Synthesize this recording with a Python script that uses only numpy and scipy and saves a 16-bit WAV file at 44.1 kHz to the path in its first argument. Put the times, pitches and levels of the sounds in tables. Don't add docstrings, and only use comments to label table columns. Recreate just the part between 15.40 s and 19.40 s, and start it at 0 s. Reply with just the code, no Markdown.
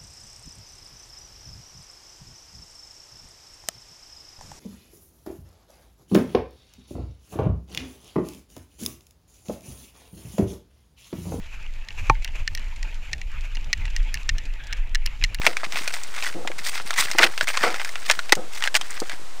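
import sys
import numpy as np
from scipy import signal
from scipy.fft import rfft, irfft
from scipy.io import wavfile

SR = 44100
rng = np.random.default_rng(int(sys.argv[2]) if len(sys.argv) > 2 else 0)


def store_wav(level_fs):
    pcm = np.round(np.clip(np.atleast_2d(level_fs), -1, 1) * 32767)
    wavfile.write(sys.argv[1], SR, pcm.T.astype(np.int16))


N = 176400

# start t/s, peak t/s, end t/s, crackle level/dB, hiss level/dB
SKIN_PULLS = [(.01, 0.057, .14, -28.5, -35.5), (0.178, 0.251, 0.27, -30.5, -54),
              (0.297, 0.369, 0.6, -30.5, -37), (0.424, 0.548, 0.69, -34.5, -39),
              (0.675, .875, 0.95, -31, -38.5), (1.18, 1.183, 1.238, -28.5, -39),
              (1.232, 1.297, 1.304, -30, -26), (1.29, 1.355, 1.43, -30.5, -34.5),
              (1.448, 1.472, 1.58, -33.5, -40), (1.558, 1.598, 1.663, -18, -20.5),
              (1.625, 1.687, 1.81, -31.5, -38.5), (1.775, 1.834, 1.878, -15.5, -27.5),
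              (1.87, 2.062, 2.05, -33.5, -36.5), (2.069, 2.071, 2.17, -29, -31.5),
              (2.133, 2.238, 2.39, -24, -34.5), (2.342, 2.405, 2.72, -37, -41),
              (2.52, 2.665, 2.96, -36.5, -42), (2.679, 2.705, 2.7, -20, -22.5),
              (3.117, 3.155, 3.26, -35.5, -36), (3.207, 3.26, 3.284, -29, -39),
              (3.34, 3.363, 3.38, -25, -27), (3.389, 3.53, 3.77, -37, -43), (3.702, 3.729, 3.76, -32, -46)]
# f/Hz, level/dB
CRACKLE_SPECTRUM = [(150, -31.5), (850, -7.5), (2100, -0.5), (3400, -9), (5200, -11), (15000, -37)]
# f/Hz, level/dB
HISS_SPECTRUM = [(400, -25.5), (3300, 3), (5200, 1), (9200, 0), (11000, -13.5), (14000, -7.5)]
# t/s, level/dB, ring f/Hz, treble level/dB
BARK_CRACKS = [(0.0167, -26.5, 2370, -5.5), (0.0522, -24.5, 1550, -5), (0.0661, -8.5, 2150, 0),
               (0.0716, -14.5, 2480, -11), (0.1691, -20.5, 2380, 1), (0.2333, -26, 1340, -43),
               (0.3231, -27.5, 2000, 4.5), (0.3582, -25, 2420, -2), (0.477, -21.5, 2500, 5.5),
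               (0.5047, -35, 2130, -9), (0.5385, -25, 2070, 8), (0.6354, -31.5, 2310, 18),
               (0.8249, -26.5, 2430, -1), (0.8407, -30.5, 2940, 5), (1.075, -23.5, 2030, -1.5),
               (1.1166, -31.5, 2200, -9), (1.4, -29, 1460, -34), (1.5069, -21, 1340, 2),
               (1.5318, -30.5, 1670, -8), (1.5397, -28, 2280, 4), (1.7143, -22, 2070, 11.5),
               (1.7855, -12.5, 2040, 3.5), (1.7908, -12, 1420, -10), (1.8231, -15.5, 2100, -4),
               (1.8307, -9, 1500, -5), (1.8397, -11.5, 2700, -4), (1.9779, -24, 2690, 3),
               (2.0102, -15, 1530, -4.5), (2.0808, -21.5, 2210, -14), (2.1014, -25.5, 1490, -19),
               (2.1733, -17.5, 1130, -2.5), (2.343, -25.5, 1400, -1), (2.3975, -27, 1480, -14),
               (2.416, -27.5, 1530, -5), (2.4478, -26, 2300, 5.5), (2.4917, -30.5, 2000, 7.5),
               (2.5564, -26.5, 2500, -3), (2.699, -11, 1880, -7.5), (2.7123, -13.5, 1760, 5),
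               (2.7914, -21, 1500, -3.5), (2.8947, -28.5, 2540, 0), (2.9229, -5, 2040, 4),
               (2.953, -28, 2830, 16), (3.2243, -22.5, 1785, -1), (3.239, -19.5, 2880, 4),
               (3.275, -17.5, 1600, -0.5), (3.3439, -21.5, 1710, 7), (3.352, -12.5, 2580, 2),
               (3.3649, -19, 3420, 13), (3.4124, -25, 3100, 3), (3.5069, -32.5, 1840, 31),
               (3.602, -27.5, 4420, 20), (3.6966, -28, 2070, -0.5)]
# f/Hz, level/dB
CRACK_SPECTRUM = [(150, -47), (650, -7), (1000, -7.5), (1800, -2), (3500, -6.5), (5200, -10), (9000, -18),
                  (11000, -31), (14500, -29)]
# t/s, level/dB, upper cutoff f/Hz, decay t/s
LOG_KNOCKS = [(.07, -32.5, 900, 0.033), (.945, -34.5, 480, 0.05), (0.979, -40, 655, 0.073),
              (1.047, -32, 900, 0.011), (1.1, -31.5, 796, .008), (1.749, -27, 860, 0.0063),
              (1.799, -18, 1500, 0.0087), (1.834, -23, 1210, 0.024), (2.234, -17.5, 1670, 0.022),
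              (2.263, -24.5, 1350, 0.044), (2.9255, -10, 1390, 0.0038), (2.965, -31.5, 654, 0.046),
              (3.618, -24.5, 726, 0.0093)]
# f/Hz, level/dB, 60 dB decay t/s
TRAY_MODES = [(347, -11, 0.12), (499, -1.5, 0.037), (741, -0.5, 0.025), (1285, 1.5, 0.026),
              (2060, -4, 0.023)]
# f/Hz, level/dB
GARDEN_SPECTRUM = [(25, 7), (140, -12.5), (900, -3.5), (8500, -14), (11000, -23), (15500, -27)]

CRACKLE_DECAY_S, HISS_DECAY_S = 0.0016, 0.00017
LEAD = 160


def peeling():
    t, power = np.arange(N) / SR, np.zeros((2, N))
    ramp_s, edge_db = 0.0051, -14
    for start, peak, end, crackle_db, hiss_db in SKIN_PULLS:
        gate = np.clip(np.minimum(t - start, end - t) / ramp_s, 0, 1)
        swell = gate * amp(np.interp(t, [start, peak, end], [edge_db, 0, edge_db]))
        power += (amp([[crackle_db], [hiss_db]]) * swell) ** 2
    uneven_grip = amp(4 * wander(step_s=0.012))
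    crackle = breaking_bonds(power[0], CRACKLE_SPECTRUM, CRACKLE_DECAY_S, per_s=330, spread_db=3.5)
    hiss = breaking_bonds(power[1], HISS_SPECTRUM, HISS_DECAY_S, per_s=2300, spread_db=6)
    return uneven_grip * (crackle + hiss)


def breaking_bonds(power, spectrum, decay_s, per_s, spread_db, pitches=24):
    t, swarm = np.arange(SR // 100) / SR, np.zeros(N)
    crowding = 1 + power / amp(-28.5) ** 2
    sizes = amp(spread_db * np.minimum(rng.exponential(1, N), 3)) / np.sqrt(crowding)
    breaks = rng.random(N) < crowding * per_s / SR
    front = (wander(step_s=0.018) + 1) / 2
    flake = (front * pitches + rng.integers(0, 2, N)).astype(int) % pitches
    centre_hz = 2000 * np.sqrt(CRACKLE_DECAY_S / decay_s)
    for k in range(pitches):
        hz = centre_hz * 2 ** ((k / pitches - 0.5) * 1.4)
        ring = np.sin(2 * np.pi * hz * t) * np.exp(-t / decay_s / 3.3)
        tick = rng.standard_normal(len(t)) * np.exp(-t / decay_s)
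        grain = unit(tick) + amp(-15) * unit(ring)
        swarm += signal.oaconvolve(sizes * (breaks & (flake == k)), grain)[:N]
    return np.sqrt(power) * unit(colour(swarm, lambda hz: level_at(spectrum, hz)))


def crack(db, ring_hz, treble_db):
    t = np.arange(-LEAD, SR // 20) / SR
    strain_s, release_s, splinters_s = 0.00045, 0.0015, 0.01
    strain = 0.25 * np.exp(-abs(t) / strain_s)
    release = np.exp(-abs(t) / release_s) + amp(-9.5) * np.exp(-(t / splinters_s) ** 2)
    burst = rng.standard_normal(len(t)) * np.where(t < 0, strain, release)
    burst[LEAD] -= 6.14

    def flake_db(hz):
        woody_hz = 0.323 * ring_hz
        modes = 9 * resonance(hz, ring_hz) + 2 * resonance(hz, woody_hz)
        treble = 1 - 1 / (1 + (hz / 4000) ** 6)
        bass = 1 / (1 + (hz / 900) ** 4)
        tilt = treble - 0.36 * bass
        return level_at(CRACK_SPECTRUM, hz) + modes + treble_db * tilt
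    snap = colour(burst, flake_db)
    attack = snap[LEAD:LEAD + 280]
    return amp(db + 0.5) * snap / rms(attack)


def knock(db, cutoff_hz, decay_s):
    t = np.arange(SR // 4) / SR
    chatter = rng.standard_normal(len(t)) * np.exp(-t / decay_s) * (1 - np.exp(-20 * t / decay_s))
    modes = sum(amp(level - 60 * t / t60) * np.cos(2 * np.pi * hz * t) for hz, level, t60 in TRAY_MODES)
    ring = signal.fftconvolve(chatter, modes)[:len(t)] * np.exp(-t / decay_s / 2)
    body = unit(chatter) + amp(-6.5) * unit(ring)
    return amp(db) * soft_contact(body, cutoff_hz) * np.sqrt(decay_s / t[-1])


def handling(per_s=22, decay_s=0.0052):
    t = np.arange(SR // 10) / SR
    touches = rng.uniform(0, 1, N) * (rng.random(N) < per_s / SR)
    bumps = signal.oaconvolve(touches, np.exp(-t / decay_s))[:N] * rng.standard_normal(N)
    return amp(-56) * soft_contact(bumps, cutoff_hz=410)


def garden():
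    gain = amp(level_at(GARDEN_SPECTRUM, np.fft.rfftfreq(N, 1 / SR)))
    return amp(-44) * unit(irfft(rfft(rng.standard_normal(N)) * gain, N))


def soft_contact(x, cutoff_hz):
    def band_db(hz):
        treble_loss = 1 + (hz / cutoff_hz) ** 5
        bass_loss = 1 + (0.22 * cutoff_hz / (hz + 20)) ** 6
        return -10 * np.log10(treble_loss * bass_loss)
    return unit(colour(x, band_db))


def resonance(hz, centre_hz, octaves=0.11):
    return np.exp(-0.5 * (np.log2((hz + 1) / centre_hz) / octaves) ** 2)


def colour(x, curve, size=2048):
    hz = abs(np.fft.fftfreq(size, 1 / SR))
    log_gain = np.log(amp(np.maximum(curve(hz), -100)))
    taps = np.fft.ifft(np.exp(np.conj(signal.hilbert(log_gain)))).real
    return signal.oaconvolve(x, taps[:size // 2])[:len(x)]


def level_at(spectrum, hz):
    f, db = np.transpose(spectrum)
    return np.interp(np.log(hz + 1), np.log(f), db)


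def wander(step_s):
    points = rng.uniform(-1, 1, N // 20)
    return np.interp(np.arange(N) / SR / step_s, np.arange(len(points)), points)


def amp(db):
    return 10 ** (np.asarray(db) / 20)


def rms(x):
    return np.sqrt(np.mean(x ** 2) + 1e-20)


def unit(x):
    return x / rms(x)


def add(mix, start_s, sound):
    part = mix[max(round(start_s * SR), 0):][:len(sound)]
    part += sound[:len(part)]


def scene():
    mix = garden() + peeling() + handling()
    for time_s, *row in BARK_CRACKS:
        add(mix, time_s - LEAD / SR, crack(*row))
    for time_s, *row in LOG_KNOCKS:
        add(mix, time_s, knock(*row))
    return mix[None]


def record(dry):
    offset, cutoff_hz = -0.0858, 15650
    clipped = np.clip(dry + offset, -1, 1) - offset
    lowpass = signal.firwin(511, cutoff_hz, window=("kaiser", 8), fs=SR)
    return offset + signal.oaconvolve(clipped, lowpass[None], "same")


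dry = scene()
out = record(dry)
store_wav(out)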